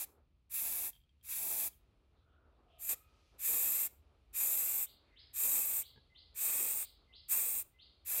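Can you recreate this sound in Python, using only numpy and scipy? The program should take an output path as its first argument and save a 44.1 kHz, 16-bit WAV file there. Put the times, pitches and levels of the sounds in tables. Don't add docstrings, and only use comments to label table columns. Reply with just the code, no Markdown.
import sys
import numpy as np
from scipy import signal
from scipy.fft import rfft, irfft, next_fast_len
from scipy.io import wavfile
from scipy.ndimage import map_coordinates

SR = 44100
rng = np.random.default_rng(int(sys.argv[2]) if len(sys.argv) > 2 else 0)


def generate_wav(signal):
    frames = np.transpose(np.atleast_2d(signal))
    scaled = np.clip(frames, -1, 1) * 32767
    pcm = np.round(scaled).astype(np.int16)
    wavfile.write(sys.argv[1], SR, pcm)


N = 361614
TIME = np.arange(N) / SR
CAN_CHANGE_S = 1.94
CUTOFF_HZ = 15880
NOZZLE_REST_HZ = 13200

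# start, stop, opening time and closing time in seconds, top hiss in dB,
# swell in dB per second, lower hiss and cap noise in dB against the top hiss, nozzle resonance at
# mid-press in Hz, wait in seconds until the plume meets the part.
PRESSES = [ (-.05, .054, .03, 0.035, -41, 0, -6.5, -15.5, 11570, 0.023),
           (0.494, 0.91, 0.047, .04, -38.5, -8, -8.4, -16.5, 11810, 0.1),
           (1.225, 1.694, 0.11, .045, -38.5, 8.5, -7.5, -15.8, 11810, 0.13),
           (2.781, 2.949, 0.079, 0.049, -42.5, 42, -6, -17, 12150, 0.11),
           (3.38, 3.882, 0.13, 0.048, -34, -5.4, -6.5, -17.5, 12320, 0.09),
           (4.327, 4.862, 0.1, 0.033, -35, -7.4, -6, -18.5, 12470, 0.052),
           (5.329, 5.834, 0.092, 0.043, -36, -4.5, -4.5, -18, 13080, 0.054),
           (6.342, 6.857, 0.1, 0.06, -37.5, -3.5, -3, -15.5, 14020, 0.055),
           (7.281, 7.634, 0.043, 0.047, -36.5, -13.5, -4.2, -18, 14370, .02),
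           (8.046, 8.26, 0.068, .04, -35.5, 19, -7, -15.5, 11900, 0.041), ]


def from_db(db):
    return 10 ** (np.asarray(db) / 20)


def rms_one(x):
    return x / np.sqrt(np.mean(x ** 2) + 1e-20)


def ease(share):
    return np.sin(np.pi / 2 * np.clip(share, 0, 1))


def at_hz(spectrum, hz):
    f, db = np.transpose(spectrum)
    return from_db(np.interp(np.log(hz + 1), np.log(f), db, left=-90, right=-90))


def noise(spectrum):
    size = next_fast_len(N)
    colour = at_hz(spectrum, np.fft.rfftfreq(size, 1 / SR))
    return rms_one(irfft(rfft(rng.standard_normal(size)) * colour, size)[:N])


def lag(x, seconds):
    r = np.exp(-1 / (seconds * SR))
    return signal.lfilter([1 - r], [1, -r], x)


def drift(rate_hz):
    seconds = 1 / (2 * np.pi * rate_hz)
    return rms_one(lag(lag(rng.standard_normal(N + SR), seconds), seconds)[SR:])


def swells(rows):
    out = np.zeros(N)
    for middle, length, hz, octaves, db in rows:
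        band = signal.butter(2, hz * 2 ** (octaves * np.array([-.5, .5])), "band", fs=SR, output="sos")
        inside = np.abs(TIME - middle) < length / 2
        rush = rms_one(signal.sosfilt(band, rng.standard_normal(SR))[-inside.sum():])
        out[inside] += from_db(db) * rush * np.cos(np.pi * (TIME[inside] - middle) / length)
    return out


def strike(hits, modes):
    out = np.zeros(N)
    starts, hit_db = np.transpose(hits)
    for hz, db, t60 in modes:
        clicks = np.full(N, 1e-18)
        clicks[(starts * SR).astype(int)] = from_db(hit_db + db + rng.normal(0, 2.5, len(starts)))
        r, w = from_db(-60 / (t60 * SR)), 2 * np.pi * hz / SR
        out += signal.lfilter([0, np.sin(w)], [1, -2 * r * np.cos(w), r * r], clicks)
    return out


def reverb(x, t60, steepen=1):
    tail = rng.standard_normal(SR) * np.exp(-np.log(1000) * (TIME[:SR] / t60) ** steepen)
    return signal.fftconvolve(x, tail / np.linalg.norm(tail))[:N]


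def finger_pressure(edge_s=.0036):
    # start and stop in seconds, step in dB.
    surges = [(0.486, 0.535, -7.5), (1.23, 1.287, -5.5), (2.888, 2.96, 8), (5.425, 5.62, 2),
              (6.405, 6.677, 1), (7.308, 7.378, 2)]
    steps_db = sum(db * ((TIME >= start) & (TIME < stop)) for start, stop, db in surges)
    return from_db(lag(steps_db, edge_s))


def valve(cap_sag_db_per_s=3.5, nozzle_rise_hz_per_s=3200, plume_rise_s=.065, early_mist=.17):
    top, lower, cap, plume = np.zeros((4, N))
    pitch = np.full(N, float(NOZZLE_REST_HZ))
    pressure = finger_pressure()
    for start, stop, opening, closing, db, swell, lower_db, cap_db, nozzle_hz, wait in PRESSES:
        held = (TIME > start) & (TIME < stop)
        t = TIME[held]
        from_middle = t - (start + stop) / 2
        flow = ease((t - start) / opening) ** 1.4 * ease((stop - t) / closing)
        level = from_db(db + swell * from_middle) * pressure[held]
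        top[held] = level * flow
        lower[held] = level * flow * from_db(lower_db)
        cap[held] = level * flow ** .77 * from_db(cap_db - cap_sag_db_per_s * from_middle)
        on_part = ease((t - start - wait) / plume_rise_s)
        plume[held] = cap[held] * (early_mist + (1 - early_mist) * on_part)
        pitch[held] = nozzle_hz + nozzle_rise_hz_per_s * from_middle
    return top, lower, cap, plume, pitch


def jet(spectrum, pitch, upper_db, lower_db, split_hz=10000, lower_ratio=.59, width_hz=720):
    hz, seconds, white = signal.stft(rng.standard_normal(N), SR, nperseg=512)
    hz, centre = hz[:, None], np.interp(seconds, TIME, pitch)
    slide = (centre / NOZZLE_REST_HZ) ** .15
    humps = at_hz(spectrum, np.minimum(hz / slide, 15400))
    upper_lift = upper_db / (1 + ((hz - centre) / width_hz) ** 2)
    lower_lift = lower_db / (1 + ((hz / lower_ratio - centre) / width_hz) ** 2)
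    hiss = white * humps * from_db(upper_lift + lower_lift) * (hz < CUTOFF_HZ)
    parts = (hz >= split_hz, hz < split_hz)
    return np.array([rms_one(signal.istft(hiss * part)[1][:N]) for part in parts])


def cap_noise(ring_db=-7.5, flutter_db=1.0):
    # frequency in Hz, relative level in dB.
    band = [(900, -11), (1450, -11.5), (1750, -4), (2000, -9), (2280, 0.5), (2550, -2), (2740, -16),
            (2880, -9.5), (3200, -9.5), (3650, -4.5), (4300, -9.5), (6000, -7.5), (7000, -27)]
    core = [(2380, -21.5), (2560, 0), (2640, -4), (2710, -1), (2830, -19)]
    return rms_one(noise(band) + from_db(ring_db) * noise(core)) * from_db(flutter_db * drift(25))


def mist(at_panel, panel_db=-5.5, bench_db=-7.5, flutter_db=1.04):
    # frequency in Hz, relative level in dB.
    panel_rush = [(76, -54), (130, -11), (194, -7.5), (345, -2), (379, -1), (520, -9), (572, -2),
                  (792, 0.5), (1260, -12), (1600, -16), (2080, -41.5), (3520, -120)]
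    bench_rush = [(70, -27), (130, -18.5), (250, -1.5), (400, -2), (530, 0), (680, -3.5), (900, -0.5),
                  (1230, -3.5), (1450, -14), (1700, -16.5), (2100, -32.5)]
    on_panel = from_db(panel_db) * noise(panel_rush)
    on_bench = from_db(bench_db) * noise(bench_rush)
    return np.where(at_panel, on_panel, on_bench) * from_db(flutter_db * drift(26))


def hand_stroke():
    out = np.zeros(N)
    for start, stop, *_ in PRESSES:
        out = np.where(TIME > start, np.minimum(TIME, stop) - (start + stop) / 2, out)
    return out


def near_echo(x, delay_s, sway, share):
    delay = delay_s * SR * (1 + sway * drift(.4))
    echo = map_coordinates(x, [np.arange(N) - delay], order=3)
    return (x + share * echo) / np.sqrt(1 + share ** 2)


def spray(sputter_db=.52, flutter_db=.5, approach_s_per_s=.00036):
    # frequency in Hz, relative level in dB.
    panel_hiss = [(3290, -21), (5600, -18.5), (6550, -11.5), (7570, -5), (9130, -7.5), (10700, -2.5),
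                  (12300, 0), (13400, -3), (14700, -0.5), (15900, -7.5)]
    bench_hiss = [(3290, -55.5), (5600, -29), (6080, -17), (7000, -7), (7500, -4), (8480, -2), (10200, -7),
                  (11900, 0), (12600, 0.5), (15200, 0.5), (15900, -18)]
    top, lower, cap, plume, pitch = valve()
    at_panel = TIME < CAN_CHANGE_S
    panel_jet = jet(panel_hiss, pitch, upper_db=.5, lower_db=-1.6)
    bench_jet = jet(bench_hiss, pitch, upper_db=5.0, lower_db=3.5)
    top_hiss, lower_hiss = np.where(at_panel, panel_jet, bench_jet)
    direct = top * top_hiss + lower * lower_hiss + cap * cap_noise() + plume * mist(at_panel)
    direct *= from_db(sputter_db * drift(16) + flutter_db * drift(190))
    off_panel = near_echo(direct, delay_s=.0044, sway=.04, share=.16)
    off_panel = near_echo(off_panel, delay_s=.0061, sway=.04, share=.1)
    nearest_s = .00155 - approach_s_per_s * hand_stroke()
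    off_bench = near_echo(direct, delay_s=nearest_s, sway=.02, share=.2)
    off_bench = near_echo(off_bench, delay_s=.0031, sway=.03, share=-.2)
    return np.where(at_panel, off_panel, off_bench)


def edge_puffs():
    # middle and length in seconds, pitch in Hz, width in octaves, level in dB.
    puffs = [(.025, 0.062, 759, 1.1, -69.5), (1.54, 0.15, 727, .6, -66.5), (2.915, 0.068, 475, 1.6, -57.5),
             (3.52, 0.1, 298, 1.2, -62.5), (6.63, .11, 364, 0.83, -57), (7.345, .072, 1290, 1.3, -57.5)]
    return swells(puffs)


def workshop(rumble_db=-70, din_flutter_db=2.54):
    # frequency in Hz, relative level in dB.
    rumble_colour = [(20, -32), (35, -10), (49, 1.5), (64, -2.5), (77, 2.5), (88, -6.5), (130, -13.5),
                     (200, -21.5), (400, -32.5)]
    din_colour = [(120, -10.5), (250, 3.5), (400, 4.5), (600, 1), (950, -3.5), (1250, -2.5), (1700, -13.5),
                  (2600, -24), (5000, -30.5)]
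    air_colour = [(1200, -13.5), (2400, 2.5), (3500, -1), (4300, -3), (5300, -9.5), (7000, -15),
                  (11000, -16), (15000, -27)]
    # time in seconds, level in dB.
    din_levels = [(.1, -77.5), (.42, -90), (1.15, -90), (1.7, -82.5), (1.92, -78.5), (2.35, -76),
                  (4.3, -77), (6.25, -80), (8.1, -78.5)]
    air_levels = [(.42, -92), (1.15, -89.5), (1.8, -85), (2.4, -91.5), (3.2, -79.5), (4.1, -85), (8.1, -85)]
    din_db = np.interp(TIME, *np.transpose(din_levels))
    air_db = np.interp(TIME, *np.transpose(air_levels))
    din = noise(din_colour) * from_db(din_db + din_flutter_db * drift(6.0))
    return from_db(rumble_db) * noise(rumble_colour) + din + from_db(air_db) * noise(air_colour)


def mixing_ball(room_db=-6.0):
    # start in seconds, level in dB.
    hits = [(.932, -52), (.953, -55), (.964, -55), (1.003, -65), (1.016, -65), (1.037, -65), (1.093, -65.5),
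            (1.212, -65), (1.73, -59)]
    # frequency in Hz, relative level in dB, seconds to fall 60 dB.
    can_modes = [(3230, -9, .03), (3520, -9, .018), (4550, -17, .012), (7550, -21, .012)]
    ticks = strike(hits, can_modes)
    return ticks + from_db(room_db) * reverb(ticks, t60=.13)


def bench_rustles():
    # middle and length in seconds, pitch in Hz, width in octaves, level in dB.
    rustles = [(2.2, .13, 3760, .36, -86), (2.37, 0.38, 1370, .24, -80), (2.33, 0.14, 3180, .3, -86.5),
               (2.56, 0.11, 3670, .24, -90), (2.76, .18, 2980, .4, -75), (2.77, 0.32, 690, .16, -73),
               (3.0, 0.73, 1260, .089, -78.5), (3.05, 0.19, 2480, .055, -81.5),
               (3.24, 0.46, 4600, .8, -83.5), (5.2, 0.4, 2024, .56, -77.5)]
    return swells(rustles)


def bird(note_hz=2050, note_s=.047, start_hz=2450, sweep_s=.051, bend=.78, fade_s=.003, waver=.014):
    # start of the upsweep in seconds, top pitch in Hz, levels of sweep and opening note in dB.
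    chirps = [(4.853, 5050, -61, -83), (5.156, 5320, -57.5, -77), (5.817, 5060, -57, -78),
              (6.143, 5260, -57.5, -74), (6.81, 5210, -58.5, -80), (7.121, 5400, -55.5, -75),
              (7.782, 5070, -58, -78.5)]
    out = np.zeros(N)
    wobble = 1 + waver * drift(90)
    t = np.arange(-note_s, sweep_s, 1 / SR)
    rise = np.clip(t / sweep_s, 0, 1) ** bend
    edges = ease(np.minimum(t + note_s, sweep_s - t) / fade_s) ** 2
    for start, top_hz, sweep_db, note_db in chirps:
        span = int((start - note_s) * SR) + np.arange(len(t))
        hz = wobble[span] * np.where(t < 0, note_hz, start_hz + (top_hz - start_hz) * rise)
        swell = from_db(sweep_db) * np.abs(np.sin(np.pi * rise)) ** .95 + from_db(note_db) * (t < 0)
        out[span] += edges * swell * np.sin(2 * np.pi * np.cumsum(hz) / SR)
    return out


def soft_knock():
    # start in seconds, level in dB.
    hits = [(5.96, -57.5), (5.976, -55)]
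    # frequency in Hz, relative level in dB, seconds to fall 60 dB.
    modes = [(131, -6.5, .1), (215, -3.5, 0.056), (428, -7, .05), (900, -14, 0.055), (1656, -11, 0.088)]
    return strike(hits, modes)


def scene(booth_db=-25.5, hall_db=-13.5, hall_top_hz=6500, bird_direct_db=-11.5, bird_hall_db=4.5):
    handling = mixing_ball() + bench_rustles() + soft_knock()
    near = spray() + edge_puffs() + handling
    booth = from_db(booth_db) * reverb(near, t60=.22, steepen=2.2)
    lows = signal.sosfilt(signal.butter(6, hall_top_hz, fs=SR, output="sos"), near)
    hall = from_db(hall_db) * reverb(lows, t60=.24)
    calls = bird()
    far = from_db(bird_direct_db) * calls + from_db(bird_hall_db) * reverb(calls, t60=.62)
    mono = near + booth + hall + far + workshop()
    return np.array([mono, mono])


def record(dry):
    return signal.sosfilt(signal.ellip(12, .1, 80, CUTOFF_HZ, fs=SR, output="sos"), dry)


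dry = scene()
out = record(dry)
generate_wav(out)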